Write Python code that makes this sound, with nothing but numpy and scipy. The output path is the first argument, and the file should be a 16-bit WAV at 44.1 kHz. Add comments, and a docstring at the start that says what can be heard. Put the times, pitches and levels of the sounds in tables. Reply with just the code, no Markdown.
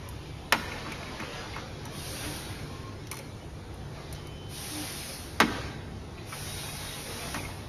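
"""Metal workshop

A machine slide bangs against its stop, lighter knocks and taps land on steel and small parts clink in the hands.
Each blow is a set of dying modes with bursts of noise. Compressed air is gated hiss, with a breathy piping in one
blast; drones and a thin whistle come and go. Behind them lie far clatter (flickering noise with faint rings) and a
low rumble with motor hums. The hall rings for more than a second, and a phone's microphone hears it all."""
import sys
import numpy as np
from scipy import signal
from scipy.fft import rfft, irfft
from scipy.io import wavfile
from scipy.ndimage import uniform_filter1d, map_coordinates

SR = 44100
rng = np.random.default_rng(int(sys.argv[2]) if len(sys.argv) > 2 else 0)


def materialize(psi):
    """Save the field psi as 16-bit PCM at rate SR to the path in sys.argv[1].

    A 1-D psi becomes a single channel; in a 2-D psi each row is a channel.
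    """
    bounded = np.clip(np.atleast_2d(psi).T, -1, 1)
    quanta = np.round(bounded * 32767).astype(np.int16)
    wavfile.write(sys.argv[1], SR, quanta)


def convert_level_to_amplitude(level_db):
    """Map a level in decibels to its linear amplitude factor."""
    exponent = np.asarray(level_db, float) / 20
    return 10 ** exponent


N = 338688


def noise(colour):
    """Noise of rms 1 with the given spectrum, drawn straight between points on a log frequency axis."""
    hz, db = np.transpose(colour)
    bins = np.maximum(np.fft.rfftfreq(N, 1 / SR), 1)
    gain = convert_level_to_amplitude(np.interp(np.log(bins), np.log(hz), db))
    x = irfft(rfft(rng.standard_normal(N)) * gain, N)
    return x / x.std()


def narrow_noise(hz, width_hz):
    """Noise of rms 1 crowded around one pitch, 3 dB down at the edges of its width."""
    w = width_hz
    return noise([(hz - 3 * w, -60), (hz - w / 2, -3), (hz, 0), (hz + w / 2, -3), (hz + 3 * w, -60)])


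def band(x, lo_hz, hi_hz):
    """Band-pass."""
    return signal.sosfilt(signal.butter(2, [lo_hz, min(hi_hz, .45 * SR)], "bandpass", fs=SR, output="sos"), x)


def walk(rate):
    """Random levels held 1 / rate s and slewed twice; spread near 1."""
    k = int(SR / rate)
    steps = np.repeat(rng.standard_normal(N // k + 1), k)
    return 1.43 * uniform_filter1d(uniform_filter1d(steps, k), k)[:N]


def curve(rows):
    """Columns of a table at every sample."""
    s, *columns = np.transpose(rows)
    return [np.interp(np.arange(N) / SR, s, c) for c in columns]


def swell(start_s, length_s, rise_s, fall_s):
    """Rises to 1, holds and falls again."""
    t = np.arange(N) / SR - start_s
    return np.clip(np.minimum(t / rise_s, (length_s - t) / fall_s), 0, 1) ** 0.5


def flicker(x, depth_db, rate, tilt_db=0):
    """Each half octave wavers on its own; tilt lifts or drops the treble from 2 kHz up."""
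    spectrum = rfft(x)
    place = 2 * np.log2(np.maximum(np.fft.rfftfreq(N, 1 / SR), 1))  # in half octaves
    out = 0
    for k in range(8, 29):
        share = np.cos(np.pi / 2 * np.clip(place - k, -1, 1)) ** 2
        level_db = depth_db * walk(rate) + tilt_db * np.clip((k - 22) / 4, 0, 1)
        out = out + convert_level_to_amplitude(level_db) * irfft(spectrum * share, N)
    return out


def ring(modes, gains_db, seconds):
    """One blow: decaying modes, each struck with its own strength, phase and slight detuning."""
    hz, db, t60 = np.transpose(modes)[:, :, None]
    t = np.arange(int(seconds * SR)) / SR
    detune, strength, phase = rng.standard_normal((3, len(modes), 1))
    waves = np.sin(2 * np.pi * hz * (1 + .004 * detune) * t + 2 * phase)
    decay = np.exp(-np.log(1000) * t / t60)
    return np.sum(convert_level_to_amplitude(db + gains_db + 2 * strength) * waves * decay, axis=0), t


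def burst(t, tau_s):
    """A short dying crack with a fairly even spectrum."""
    spectrum = rfft(rng.standard_normal(len(t)) * np.exp(-t / tau_s))
    x = irfft(spectrum / np.abs(spectrum), len(t)) * np.exp(-t / (2 * tau_s))
    return x * np.sqrt(tau_s * SR / 2 / np.sum(x ** 2))


def add(out, s, x, peak_db):
    """Place a sound at a moment, its smoothed envelope peaking at peak_db."""
    i = int(s * SR)
    crest = np.sqrt(2 * uniform_filter1d(x ** 2, size=SR // 200).max())
    out[i:i + len(x)] += (convert_level_to_amplitude(peak_db) * x / crest)[:N - i]


def knocks():
    """Steel modes, a broad rattle of the many unlisted modes, a thud and a snap; soft contact rises and dies slower."""
    # blows: (time [s], peak [dB], thud [dB], softness [1 = hard contact], rattle centre [Hz])
    blows = [(0.523, -9.5, -10.5, 1, 2000), (0.5383, -27, -7, 0.56, 1290), (0.5461, -25, -8, 0.97, 990),
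             (0.683, -42, -18, 1.3, 1490), (0.861, -33, -11, 4.5, 1140), (0.880, -41, -8, 1.9, 1120),
             (1.196, -33, -9, 4.1, 1830), (1.221, -37, -10, 2.5, 1300), (1.454, -39.5, -6, 2.6, 1150),
             (1.561, -30.5, -11, 1.7, 1260), (1.578, -36.5, -18, 3.3, 1290), (1.855, -39, -6, 3.9, 850),
             (3.114, -41, -10, 2, 1190), (3.189, -40.5, -27, 5.4, 554), (5.401, -10, 0, 1.16, 2000),
             (5.4166, -18, -2, 1.2, 1760), (6.323, -36.5, -27, 5.2, 1310), (7.344, -27, -11, 1.4, 1490),
             (7.358, -33, -8, 2, 1500), (7.371, -34, -12, 1.4, 1100), (7.40, -43, -7, 2.5, 520),
             (7.482, -37, -11, 3, 720), (3.128, -39, -13, 3.6, 1150)]
    # modes of the steel: (frequency [Hz], level [dB], t60 [s])
    steel = [(226, -9, .24), (298, -8, .26), (316, -10, .2), (395, -13, .1), (441, -11, .16),
             (550, -12, .12), (651, -15, .07), (721, -15, .08), (845, -11, .08), (895, -14, .1),
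             (960, -11, .06), (1039, -9, .05), (1145, -10, .055), (1297, -10, .05), (1480, -11, .04),
             (1595, -11, .04), (1820, -8, .045), (1911, -8, .04), (2153, -7, .04), (2487, -7, .04),
             (2842, -14, .035), (3074, -16, .03), (4032, -16, .03), (4963, -10, .025), (5421, -5, .03),
             (6078, -9, .025)]
    hard_blow_db = -7.5
    thud_rise_s = 0.0079  # the frame answers late
    out, hz = np.zeros(N), np.array(steel)[:, :1]
    for s, peak_db, thud_db, soft, centre_hz in blows:
        soft = np.clip(soft, .5, 4)
        light_db = hard_blow_db - peak_db
        # lighter blows snap and rattle less, ring nearer their own pitch and spread their rattle wider
        snap_db = 1.5 - 5.5 * light_db
        rattle_db = -0.8 * light_db
        focus = 2.5 + 0.5 * light_db  # dB per octave
        spread = 2 ** (1.96 * np.exp(0.14 * light_db))
        # the struck spot favours modes near its own pitch; the frame below answers with the thud
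        spot_db = 3 - focus * np.abs(np.log2(hz / centre_hz))
        body, t = ring(steel, np.where(hz < 500, -99, spot_db), .4)
        late = 1 - np.exp(-t / thud_rise_s)
        frame = late * ring(steel, np.where(hz < 500, thud_db - 0.5, -99), .4)[0]
        rattle = band(band(rng.standard_normal(len(t)), centre_hz / spread, centre_hz * spread), 560, 2800)
        rattle = 2.9 * convert_level_to_amplitude(rattle_db) * rattle * np.exp(-t / (0.012 * soft))
        thud = band(rng.standard_normal(len(t)), 170, 360)
        thud = 2.35 * convert_level_to_amplitude(thud_db) * late * thud * np.exp(-t / 0.047)
        snap = 2.6 * convert_level_to_amplitude(snap_db) * band(burst(t, 0.0038 * soft), 3000, 12800)
        rise = 1 - np.exp(-t / (.0006 * soft ** 2))
        add(out, s, (body + frame + rattle + thud + snap) * rise, peak_db)
    return out


def taps():
    """A dragging contact on a thin steel fitting: a short burst of grit drives its few modes."""
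    # contacts: (time [s], peak [dB], rise [s])
    contacts = [(0.715, -35, 0.0038), (0.918, -34, 0.0046), (1.026, -37.5, 0.0034), (1.199, -35, .004),
                (1.230, -38, 0.0058), (1.533, -39, 0.0076), (3.115, -36.5, 0.0034), (3.168, -42, 0.0054),
                (3.19, -44, .004), (6.176, -43.5, 0.0076), (6.322, -37, 0.0057), (6.685, -40, 0.0065),
                (7.342, -34.5, 0.0022), (7.379, -42, 0.0042), (7.387, -37, .004), (7.432, -39, .004),
                (7.447, -36, 0.0033)]
    # modes of the fitting: (frequency [Hz], level [dB], t60 [s])
    fitting = [(1140, -6, .06), (1300, -10, .05), (2160, 0, .06), (2300, -3, .05), (2490, 0, .05),
               (2630, -5, .04)]
    out = np.zeros(N)
    for s, peak_db, rise_s in contacts:
        body, t = ring(fitting, 0, .15)
        grit = rng.standard_normal(len(t)) ** 3 * (t / rise_s) * np.exp(-2 * t / rise_s)
        add(out, s, signal.fftconvolve(body, grit)[:len(t)], peak_db)
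    return out


def clinks():
    """Short high rings of small parts over a dry, rattling tick; quieter touches rise slower."""
    # touches: (time [s], peak [dB], brightness above 8 kHz [dB])
    touches = [(0.0875, -38.5, 10), (0.9188, -39, -5), (1.199, -41, -6), (1.562, -53, 6), (1.8528, -40, -3),
               (3.0694, -42, -8), (3.1136, -28, 0.5), (3.127, -39, 0.1), (3.141, -41, -4), (3.153, -44, -2),
               (3.1677, -39, -2), (3.179, -45, -5), (3.188, -39, -4), (3.7394, -55, 14), (4.111, -50, -13),
               (4.126, -37, 3), (4.134, -46, -8), (4.1486, -44, -19), (4.158, -49, -14), (4.2694, -46, 1),
               (7.343, -33, -12)]
    # modes of a small part: (frequency [Hz], level [dB], t60 [s])
    part = [(2160, -12, .05), (4200, -12, .05), (5400, -8, .03), (6000, -7, .04), (9250, -9, .05),
            (9480, -12, .03), (10250, -8, .035), (11400, -12, .025), (12800, -12, .02)]
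    out, high = np.zeros(N), np.array(part)[:, :1] > 8000
    for s, peak_db, bright_db in touches:
        body, t = ring(part, high * bright_db, .15)
        low_tick = band(rng.standard_normal(len(t)), 1100, 7000)
        high_tick = convert_level_to_amplitude(bright_db) * band(rng.standard_normal(len(t)), 8000, 14000)
        tick = 1.2 * (low_tick + high_tick) * (np.exp(-t / .003) + .12 * np.exp(-t / .02))
        rise_s = 0.00046 * convert_level_to_amplitude(-31 - peak_db) ** 0.56
        add(out, s, (body + tick) * (1 - np.exp(-t / rise_s)), peak_db)
    return out


def air():
    """Turbulent jet far across the hall: even hiss; pressure builds, sags, and bleeds off after the valve shuts."""
    # blasts: (valve opens [s], valve shuts [s], level before sag and mix [dB], pressure build-up [s])
    blasts = [(1.9, 2.363, -40, 0.12), (4.483, 5.14, -38.5, 0.088), (6.248, 7.098, -40, 0.1),
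              (7.007, 7.365, -39.5, 0.23)]
    # spectrum of the hiss: (frequency [Hz], density [dB])
    hiss_colour = [(300, -39), (600, -3.5), (1200, -5.5), (2500, -1.5), (4000, -1), (6000, 0.5),
                   (7500, -13.5), (9000, 0.5), (10300, 0), (12000, -3.5), (14000, -19)]
    sag_db_per_s, fade_db_per_s = 6, 55  # while open, after shutting
    t, power = np.arange(N) / SR, 0
    for open_s, shut_s, db, build_s in blasts:
        held = np.clip(t, open_s, shut_s) - open_s
        after = np.maximum(t - shut_s, 0)
        level = convert_level_to_amplitude(db - sag_db_per_s * held - fade_db_per_s * after)
        power = power + ((1 - np.exp(-held / build_s)) * level) ** 2
    return np.sqrt(power) * flicker(noise(hiss_colour), 0.3, 9.6)


def piping():
    """A breathy whistle in a long air blast: narrow noise, wavering in level."""
    # spectrum of the breath: (frequency [Hz], density [dB])
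    breath_colour = [(3550, -40), (3740, -6), (3790, 0), (3840, -6), (4050, -40)]
    start_s, length_s, level_db, fade_s = 6.45, 0.52, -53.5, 0.08
    level = convert_level_to_amplitude(level_db + 2.5 * walk(40.))
    return level * swell(start_s, length_s, fade_s, fade_s) * noise(breath_colour)


def drones():
    """A drive that drones while loaded: narrow, broken bands of noise over a steady sine core."""
    # loads: (start [s], length [s], frequency [Hz], level [dB], width [Hz], core amplitude against noise rms)
    loads = [(2.1, 0.36, 297, -48.5, 18, 1.4), (2.68, 0.33, 1070, -54.5, 30, .4),
             (4.7, 0.19, 300.2, -46.5, 11, 2.1)]
    out, t = 0, np.arange(N) / SR
    for start_s, length_s, hz, db, width_hz, core in loads:
        tone = narrow_noise(hz, width_hz) + core * np.sin(2 * np.pi * hz * t)
        out = out + convert_level_to_amplitude(db) * swell(start_s, length_s, 0.085, 0.093) * tone
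    return out


def whistle():
    """A thin sine that swells, holds and fades, wavering in level and pitch."""
    # notes: (start [s], length [s], centre frequency [Hz], mean level [dB])
    notes = [(4.15, .07, 3052, -57), (4.215, .385, 3052, -54.5)]
    out = 0
    for start_s, length_s, hz, db in notes:
        phase = 2 * np.pi * np.cumsum(hz + 4 * walk(36.0)) / SR
        level = np.sqrt(2) * convert_level_to_amplitude(db + 0.79 * walk(24.18))
        out = out + swell(start_s, length_s, .25 * length_s, .02) * level * np.sin(phase)
    return out


def pings(count):
    """Far metal ringing briefly at scattered pitches; the hall blurs each start."""
    out, t = np.zeros(N), np.arange(int(.2 * SR)) / SR
    for when, pitch, size, length in rng.random((count, 4)):
        tau_s = 0.0058 + 0.033 * length
        wave = np.sin(2 * np.pi * 450 * 14 ** pitch * t) * (t / tau_s) * np.exp(-t / tau_s)
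        add(out, when * N / SR, wave, 8 * size - 14 * pitch)
    return out / out.std()


def clatter():
    """Many small far impacts, smeared into flickering noise with faint rings; the swells waver slightly in level."""
    # machinery across the hall, before waver and mix: (time [s], level [dB])
    machinery = [(0.0, -50.5), (0.56, -52), (0.75, -43.5), (1.41, -43), (1.75, -49.5), (2.25, -43),
                 (2.6, -47.5), (3.06, -54.5), (3.55, -55.5), (3.91, -54), (3.96, -50), (4.55, -55),
                 (4.8, -45), (5.35, -52.5), (5.58, -42.5), (5.85, -57), (6.45, -48), (7.25, -41.5),
                 (7.68, -53)]
    # spectrum of the wash: (frequency [Hz], density [dB])
    wash_colour = [(120, 6.5), (300, 2), (900, -1), (1500, -2), (2400, -2.5), (4000, -7.5), (6000, -14.5),
                   (8500, -29), (11000, -20.5), (12200, -32), (13500, -46), (14500, -70)]
    level_db = curve(machinery)[0]
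    below_db = -41 - level_db  # distance under the loudest swells
    wash = noise(wash_colour) + convert_level_to_amplitude(-5.5) * pings(count=1200)
    # the waver is full down to 4 dB below and gone at 12 dB below
    waver_db = .8 * np.clip(1.5 - below_db / 8, 0, 1) * walk(21.97)
    tilt_db = 5 + 0.0872 * below_db  # the swells are darker than the lulls
    return convert_level_to_amplitude(level_db + waver_db) * flicker(wash, .8, 14., tilt_db)


def rumble():
    """Ventilation and far machines: a broad low roar with narrow, unsteady motor hums."""
    # spectrum of the roar: (frequency [Hz], density [dB])
    roar_colour = [(15, -22), (30, -13), (60, -6), (100, -2), (200, -11.5), (400, -13), (600, -21.5),
                   (800, -20), (1050, -27), (2500, -41.5), (6000, -44), (10000, -43.5), (14000, -102)]
    # course of roar and hums together: (time [s], level [dB])
    course = [(0.0, -45), (0.6, -43), (1.25, -46), (2.2, -42), (2.9, -43.5), (4.3, -42.5), (5.1, -45.5),
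              (5.55, -40.5), (6.05, -44), (6.5, -42.5), (6.95, -45.5), (7.68, -41.5)]
    # wavering motor hums: (frequency [Hz], width [Hz], level against the course [dB])
    motors = [(64.8, 5.9, -9.5), (96.7, 9, -8.5), (125, 8.9, -23), (146.8, 3.15, -7.5), (219.3, 8.1, -24)]
    hums = sum(convert_level_to_amplitude(db) * narrow_noise(hz, width_hz) for hz, width_hz, db in motors)
    roar = convert_level_to_amplitude(0.5) * flicker(noise(roar_colour), 1.0, 3.35)
    return convert_level_to_amplitude(curve(course)[0]) * (roar + hums)


def hall(x):
    """Diffuse tail: noise with its own decay in each octave, building up over the first reflections."""
    # decay of the hall: (frequency [Hz], t60 [s])
    decays = [(100, 2.7), (1000, 1.27), (4000, 1.5), (13000, 0.74)]
    level_db, tilt_db = -12, 0.4  # level of the whole tail; lift per octave
    t = np.arange(int(1.5 * SR)) / SR
    hz, t60 = np.transpose(decays)
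    tail = 0
    for f in 80 * 2. ** np.arange(8):
        octave = band(rng.standard_normal(len(t)), f, 2 * f) * convert_level_to_amplitude(tilt_db * np.log2(f / 1280))
        octave_t60 = np.interp(np.log(np.sqrt(2) * f), np.log(hz), t60)
        tail = tail + octave * np.exp(-np.log(1000) * t / octave_t60)
    tail *= 1 - np.exp(-t / 0.003)
    return convert_level_to_amplitude(level_db) * signal.fftconvolve(x, tail / np.sqrt(np.sum(tail ** 2)))[:N]


def thin_bands(x):
    """Processing artefact, no sound of the workshop: random gains waver narrow bands and briefly thin some out."""
    cell_hz, cell_s = 130, .045  # spacing of the random gains
    waver_db, hole_db = 2.5, 30  # spread of the gains; steepness of the rare holes
    hz, t, z = signal.stft(x, SR, nperseg=1024)
    cells = rng.standard_normal((int(hz[-1] / cell_hz) + 2, int(t[-1] / cell_s) + 2))
    field = map_coordinates(cells, np.meshgrid(hz / cell_hz, t / cell_s, indexing="ij"), order=1)
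    share = np.interp(hz, [600, 2200, 4800, 6500, 10000], [0, 1, 1, .4, .2])[:, None]  # mostly the mids
    gain = convert_level_to_amplitude(share * (waver_db * field - hole_db * np.clip(-1.1 - field, 0, .6)))
    return signal.istft(z * gain / np.sqrt(np.mean(gain ** 2)), SR, nperseg=1024)[1][:N]


def scene():
    """One microphone, sent to both ears; only the background has its bands thinned by processing."""
    blows = knocks() + taps() + clinks()
    tones = drones() + whistle() + piping()
    background = rumble() + convert_level_to_amplitude(0.6) * (air() + clatter()) + hall(blows)
    mono = thin_bands(background) + tones + blows
    return np.array([mono, mono])


def roll_off(x):
    """The treble ends steeply here."""
    return signal.sosfilt(signal.butter(12, 14250, fs=SR, output="sos"), x)


def record(dry):
    """The phone rounds the loudest peaks, dips near 3 and 8 kHz, drops a narrow treble band and cuts the top."""
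    gap_hz = 7180, 8250
    rounded = .62 * np.tanh(dry / .62)
    rounded = rounded - 0.15 * band(rounded, 2350, 3400)
    rounded = rounded - 0.55 * band(rounded, 7300, 9300)
    gap = signal.ellip(5, .5, 45, gap_hz, "bandstop", fs=SR, output="sos")
    top = signal.ellip(12, .1, 70, 13950, fs=SR, output="sos")
    # the dropped band comes through faintly during sudden clicks
    inside = band(band(rounded, *gap_hz), *gap_hz)
    jump = uniform_filter1d(inside ** 2, size=400) / (uniform_filter1d(inside ** 2, size=8000) + 1e-18)
    clicks = convert_level_to_amplitude(-10.5) * np.clip(jump / 2 - 1, 0, 1) * inside
    mix = signal.sosfilt(top, signal.sosfilt(gap, rounded) + clicks)
    return roll_off(mix)


dry = scene()
out = record(dry)
materialize(out)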